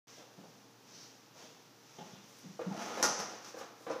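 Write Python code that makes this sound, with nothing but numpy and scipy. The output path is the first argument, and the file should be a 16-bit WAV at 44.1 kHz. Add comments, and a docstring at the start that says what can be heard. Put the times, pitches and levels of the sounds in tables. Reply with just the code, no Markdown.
"""A tall tin of wooden blocks slides across a table, is slapped on the lid and lifted; the blocks knock.
Before that, a man walks up, clothes rustling, and settles on a wooden chair with thumps and a squeak.
Tin and blocks ring with fading tones; steps, cloth and scraping are shaped noise.
One microphone on the table hears it all, with much of the quiet, bare room's echo."""
import sys
import numpy as np
from scipy import signal
from scipy.fft import rfft, irfft
from scipy.io import wavfile
from scipy.ndimage import map_coordinates

SR = 44100
rng = np.random.default_rng(int(sys.argv[2]) if len(sys.argv) > 2 else 0)


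def generate_wav(signal):
    """Clip the signal to [-1, 1] and save it as 16-bit WAV at the path in sys.argv[1]."""
    frames = np.transpose(np.atleast_2d(signal))
    scaled = np.clip(frames, -1, 1) * 32767
    pcm = np.round(scaled).astype(np.int16)
    wavfile.write(sys.argv[1], SR, pcm)


N = 176400

# The tin's own ringing tones. Each row: pitch in Hz, level in dB, seconds to fade by 60 dB.
TIN_TONES = [(480, -4, .5), (540, -9, .4), (576, -8, .4), (639, -8, .35), (777, -7, .35), (843, -1, .32),
             (928, -9, .3), (1003, -7, .5), (1242, -3, .4), (1337, -6, .35), (1411, 0, .28),
             (1857, -13, .45), (2837, -17, .35)]


def amp(db):
    """Turn decibels into a gain."""
    return 10 ** (np.asarray(db) / 20)


def unit(x):
    """Scale a sound to an average power of 1."""
    return x / np.sqrt(np.mean(x ** 2) + 1e-20)


def along(points, hz):
    """Read between (Hz, value) points on a log frequency axis."""
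    freqs, values = np.transpose(points)
    return np.interp(np.log(hz + 1), np.log(freqs + 1), values)


def level(rows):
    """A gain that follows (seconds, dB) points and is silent outside them."""
    times, db = np.transpose(rows)
    return amp(np.interp(np.arange(N) / SR, times, db, left=-np.inf, right=-np.inf))


def coloured(x, spectrum):
    """Shape a sound's bass and treble, then set its power to 1."""
    gains = amp(along(spectrum, np.fft.rfftfreq(len(x), 1 / SR)))
    return unit(irfft(rfft(x) * gains, len(x)))


def noise(spectrum, size=SR):
    """Noise with the given tone colour."""
    return coloured(rng.standard_normal(size), spectrum)


def fade(t60):
    """A one-second fade that falls 60 dB every t60 seconds."""
    return np.exp(-np.log(1000) * np.arange(SR) / SR / t60)


def rise(seconds):
    """A soft start, climbing from 0 towards 1."""
    return 1 - np.exp(-np.arange(SR) / SR / seconds)


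def ring(tones, scatter_db, detune):
    """A struck object's fading tones, a little different at each blow."""
    out, t = np.zeros(SR), np.arange(SR) / SR
    for hz, db, t60 in tones:
        gain = amp(db + scatter_db * rng.normal()) * rng.choice([-1, 1])
        pitch = hz * (1 + detune * rng.normal())
        out += gain * fade(t60) * np.sin(2 * np.pi * pitch * t)
    return out


def add(track, start, sound):
    """Mix a sound in at a start time in seconds."""
    part = track[round(start * SR):][:len(sound)]
    part += sound[:len(part)]


def room(x, wet_db):
    """The direct sound, first echoes off the walls and a tail whose high treble dies soonest."""
    # The echo's length. Each row: frequency in Hz, seconds to fade by 60 dB.
    echo_times = [(150, 0.76), (500, 0.71), (1500, 0.97), (5500, 0.78), (8000, 0.59), (14000, 0.25)]
    hz, t, bands = signal.stft(rng.standard_normal(SR), SR, nperseg=256)
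    bands = bands * np.exp(-np.log(1000) * t / along(echo_times, hz)[:, None])
    tail = signal.istft(bands, SR, nperseg=256)[1][:SR] * rise(0.0072)
    delays_s = .002 + .03 * rng.random(size=14)
    walls = np.bincount((delays_s * SR).astype(int), rng.standard_normal(size=14), SR)
    echo = amp(wet_db) * (tail / np.linalg.norm(tail) + amp(-1.5) * walls / np.linalg.norm(walls))
    echo[0] = 1  # the direct sound
    return signal.fftconvolve(x, echo / np.linalg.norm(echo))[:N]


def friction(spectrum, grainy, slips_per_s=900):
    """Rubbing surfaces make tiny random slips over a smooth hiss."""
    slips = (rng.random(N) < slips_per_s / SR) * rng.standard_normal(N)
    return coloured(rng.standard_normal(N) + grainy * unit(slips), spectrum)


def room_tone():
    """Steady air noise and a faint hum."""
    # The air's colour and the hum's tones. Each row: frequency in Hz, level in dB.
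    air_colour = [(15, -63), (25, -33), (86, -27), (101, -11.5), (122, -7), (245, -5.5), (347, -6),
                  (397, -8), (519, -11.5), (679, -11.5), (842, -8.5), (1100, -12), (1330, -13), (2100, -19),
                  (6140, -18), (8480, -31.5), (15300, -27)]
    hum_tones = [(118.4, -73.5), (269, -76.5), (463, -74.5)]
    t = np.arange(N) / SR
    hum = sum(amp(db) * np.sqrt(2) * np.sin(2 * np.pi * hz * t) for hz, db in hum_tones)
    return amp(-62) * noise(air_colour, size=N) + hum


def clothes():
    """Cloth rubs on cloth: a rustle, one long swish of trouser legs and fine crinkles of the shirt."""
    # How loud the rustle and swish are. Each row: time in seconds, level in dB.
    rustle_levels = [(.08, -57.5), (.19, -58), (.3, -70), (.5, -64.5), (.78, -75), (.88, -61), (.97, -59.5),
                     (1.06, -57.5), (1.12, -63), (1.32, -71.5), (1.39, -55), (1.47, -58.5), (1.56, -65.5),
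                     (1.77, -69.5), (1.9, -61), (2.08, -58.5), (2.22, -63.5), (2.34, -60.5), (2.5, -60.5),
                     (2.7, -64.5), (3.25, -59), (3.4, -65), (3.49, -51.5), (3.54, -62), (3.61, -52.5),
                     (3.72, -73), (3.84, -62.5), (4, -64)]
    swish_levels = [(.86, -77), (.95, -55), (1.05, -57.5), (1.1, -77)]
    # The crinkles. Each row: time of the peak in seconds, level in dB, half-width in seconds.
    crinkles = [(2.304, -68, .05), (2.392, -63.5, 0.022), (3.49, -67, 0.032), (3.594, -63, .03),
                (3.836, -68, 0.059)]
    # The colour of each sound. Each row: frequency in Hz, level in dB.
    rustle_colour = [(100, -2), (400, 1), (1200, -3), (2200, -3.5), (4200, -4.5), (5900, 3), (6700, -2.5),
                     (8200, -16), (12000, -22), (15500, -19.5)]
    swish_colour = [(300, -17), (2500, -16), (4200, -1.5), (5000, 1), (6000, 7.5), (6800, -15), (8200, -24),
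                    (15000, -28)]
    crinkle_colour = [(1000, -23), (5000, 1), (10000, -3), (15000, -4)]
    t = np.arange(N) / SR
    rustle = level(rustle_levels) * friction(rustle_colour, grainy=0.4)
    swish = level(swish_levels) * noise(swish_colour, size=N)
    swells = sum(amp(db) * np.exp(-((t - peak) / width) ** 2) for peak, db, width in crinkles)
    crinkle = swells * friction(crinkle_colour, grainy=0.89)
    return room(rustle + swish + crinkle, wet_db=-9.5)


def footsteps():
    """Soft steps, heard mostly through the room: heels are dull, scuffs brighter."""
    # Each row: start in seconds, level in dB, seconds to fade by 60 dB, brightness in dB per octave.
    steps = [(.176, -47.5, 0.13, 0), (.377, -52, 0.26, -3), (.41, -53, .25, -3), (.915, -58, .3, -6),
             (1.355, -50, 0.21, -0.5), (1.405, -52.5, .2, 2.5), (1.983, -41, 0.13, -0.5),
             (2.129, -53.5, .15, 6)]
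    # The colour of a shoe on the floor. Each row: frequency in Hz, level in dB.
    shoe_colour = [(70, -31), (170, 1.5), (300, -4.5), (500, 2.5), (780, -0.5), (1100, -7.5), (1900, -18),
                   (3500, -11.5), (6000, -52), (15000, -44)]
    out, pivot_hz = np.zeros(N), 500
    for start, db, t60, brightness in steps:
        colour = [(hz, shoe_db + brightness * np.log2(hz / pivot_hz)) for hz, shoe_db in shoe_colour]
        step = noise(colour) * rise(0.0024) * fade(t60)
        add(out, start, amp(db) * room(step, wet_db=.5))
    return out


def furniture_thumps():
    """Weight on the chair and table swells and dies as a low, rubbing boom; the table hums on."""
    # Each row: start in seconds, level in dB, pitch in Hz, seconds to swell to the peak.
    thumps = [(.376, -51, 174, 0.014), (2.131, -45, 186, 0.005), (2.429, -46.5, 239, 0.014),
              (2.446, -46, 172.4, 0.018), (2.482, -47, 170, 0.024), (2.657, -32, 180.2, .021),
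              (2.705, -35.5, 186, .012), (3.185, -46.5, 187, 0.014)]
    # The table top's low note. Its row: pitch in Hz, level in dB, seconds to fade by 60 dB.
    table_note = [(195, -12.5, 0.57)]
    # The colour of the rubbing. Each row: frequency in Hz, level in dB.
    rub_colour = [(70, -30), (140, -5), (280, -3), (450, -14), (2000, -50), (6000, -80)]
    booms, rubs, t = np.zeros(N), np.zeros(N), np.arange(SR) / SR
    for start, db, hz, swell_s in thumps:
        progress = (t / swell_s) ** 2
        swell = progress * np.exp(1 - progress)
        boom = np.sin(2 * np.pi * hz * t) * swell
        hum = ring(table_note, scatter_db=-2.5, detune=0) * rise(swell_s)
        add(booms, start, amp(db) * (boom + hum))
        add(rubs, start, amp(db - 8.5) * noise(rub_colour) * swell)
    return booms + room(rubs, wet_db=-3)


def blocks():
    """Wooden blocks fall against the tin's wall with a dull ring and a clack."""
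    # Each row: start in seconds, level in dB, the clack's extra level in dB.
    knocks = [(2.591, -29, -9.5), (2.612, -35, -6.5), (2.974, -34.5, -1), (2.996, -32.5, -11),
              (3.030, -28, -1), (3.040, -30.5, -2), (3.066, -36.5, -2), (3.198, -38.5, -4.5),
              (3.333, -41.5, -12), (3.541, -37.5, -7), (3.569, -36.5, -6), (3.611, -38, -3.5),
              (3.804, -44.5, -16), (3.865, -32, -4.5), (3.9, -26.5, -7), (3.912, -33, -14),
              (3.956, -29.5, -14.5)]
    # The loaded tin's dull tones. Each row: pitch in Hz, level in dB, seconds to fade by 60 dB.
    dull_tones = [(316, -14, .13), (467.6, -4.5, 0.084), (527.5, -2.5, 0.063), (623, -10.5, 0.07),
                  (779, -11.5, 0.077), (1017, -20, 0.18), (1177, -16, 0.093), (2430, -30.5, .1)]
    # The clack's colour. Each row: frequency in Hz, level in dB.
    clack_colour = [(100, -23), (250, 0), (550, 2), (1300, 0.5), (1900, -9.5), (3300, -15.5), (6000, -25.5),
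                    (15000, -45)]
    out = np.zeros(N)
    for start, db, clack_db in knocks:
        onset = rise(0.00084 * amp(-clack_db))  # a softer contact starts more slowly
        dull = ring(dull_tones, scatter_db=1, detune=0.014) * onset
        clack = amp(clack_db) * noise(clack_colour) * fade(t60=0.095) * onset
        add(out, start, amp(db) * (room(dull, wet_db=-8.5) + room(clack, wet_db=1.5)))
    return out


def tin_slide():
    """The tin scrapes unevenly across the table, which also makes it ring."""
    # How loud the slide is. Each row: time in seconds, level in dB.
    slide_levels = [(2.6, -61), (2.72, -52.5), (2.81, -43), (2.91, -42), (3.02, -44.5), (3.1, -64),
                    (3.2, -43), (3.26, -57.5), (3.34, -52), (3.5, -70)]
    # The scrape's colour. Each row: frequency in Hz, level in dB.
    scrape_colour = [(100, -33), (188, -5.5), (400, -4), (560, -5), (770, -2), (1260, -10), (1700, -10.5),
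                     (2400, -14.5), (3200, -16.5), (4350, -18.5), (6090, -12), (8170, -31), (15000, -35)]
    judder_db, judder_per_s, singing_db = 1.5, 45, -8
    judder = map_coordinates(rng.standard_normal(1000), [np.arange(N) * judder_per_s / SR], mode="wrap")
    singing = signal.fftconvolve(rng.standard_normal(N), ring(TIN_TONES, scatter_db=-1, detune=0))[:N]
    scrape = friction(scrape_colour, grainy=1.03) * amp(judder_db * judder)
    return room(level(slide_levels) * (scrape + amp(singing_db) * unit(singing)), wet_db=-5.5)


def squeak():
    """One faint falling tone as the man settles."""
    # Each row: time in seconds, pitch in Hz, level in dB.
    glide = [(2.70, 927, -61), (2.716, 885, -40.5), (2.735, 724, -48), (2.756, 650, -39), (2.772, 640, -66)]
    times, hz, db = np.transpose(glide)
    phase = 2 * np.pi * np.cumsum(np.interp(np.arange(N) / SR, times, hz)) / SR
    return room(level(np.transpose([times, db])) * np.sin(phase), wet_db=-3)


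def lid_slap():
    """Each hit cracks, shimmers in the thin metal and rings the lid and the tin."""
    # The hand lands, then fingers and the lid chatter on the rim.
    # Each row: start in seconds, level in dB, the crack's extra level in dB.
    hits = [(3.0272, -19.5, 2), (3.034, -24, 0), (3.041, -26, 5), (3.047, -29, -5), (3.189, -34.5, -10.5),
            (3.2, -34, -5.5), (3.445, -40, -16), (3.588, -48, 2), (3.898, -45, -8), (3.912, -46, -8)]
    # The lid's tones. Each row: pitch in Hz, level in dB, seconds to fade by 60 dB.
    lid_tones = [(3700, -20, .6), (4834, -14, .9), (5182, -10, .8), (5403, -13, .5), (5626, -11, .45),
                 (5757, -10, .45), (5967, -10, .45), (6198, -12, .45), (6415, -15, .5)]
    # The colours of the crack and the first snap of skin on metal. Each row: frequency in Hz, level in dB.
    crack_colour = [(40, -5), (100, -23), (200, -1), (500, -8), (1350, 2.5), (2000, -9.5), (3000, -11.5),
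                    (4800, -2.5), (5500, 1.5), (6200, 5.5), (6900, -7), (8500, -16), (12000, -16),
                    (15500, -32)]
    snap_colour = [(300, -27), (2500, -14), (3800, 0), (4600, -12), (5900, 7), (7000, -4), (8500, -20),
                   (12000, -12), (15500, -21)]
    out, ringing = np.zeros(N), np.zeros(N)
    onset, shimmer = rise(0.00026), amp(-9.5) * fade(t60=0.17)
    for start, db, crack_db in hits:
        crack = noise(crack_colour) * (amp(crack_db) * fade(t60=0.012) + shimmer) * onset
        # Each hit rings at slightly different, random pitches.
        tin = ring(TIN_TONES, scatter_db=-1, detune=0.002)
        lid = amp(-1.5) * ring(lid_tones, scatter_db=5.5, detune=0.00094)
        add(out, start, amp(db) * room(crack, wet_db=-5.5))
        add(ringing, start, amp(db - 17) * (tin + lid) * rise(0.0029))
    start, db, _ = hits[0]
    snap = noise(snap_colour) * fade(t60=0.0059) * onset
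    add(out, start, amp(db + 5) * room(snap, wet_db=-2))
    return out + room(ringing, wet_db=-15)


def scene():
    """Everything reaches one microphone, the same in both channels."""
    mono = lid_slap() + blocks() + furniture_thumps() + footsteps()
    mono += clothes() + tin_slide() + squeak() + room_tone()
    return np.array([mono, mono])


def record(dry):
    """The recorder opens after a moment and cuts the deep bass and the highest treble."""
    start_s, low_cut_hz, top_hz = .071, 105, 15400
    opened = dry * (np.arange(N) / SR > start_s)
    thinned = signal.sosfilt(signal.butter(4, low_cut_hz, "high", fs=SR, output="sos"), opened)
    below_top = np.fft.rfftfreq(2 * N, 1 / SR) < top_hz
    return irfft(rfft(thinned, 2 * N) * below_top)[:, :N]


dry = scene()
out = record(dry)
generate_wav(out)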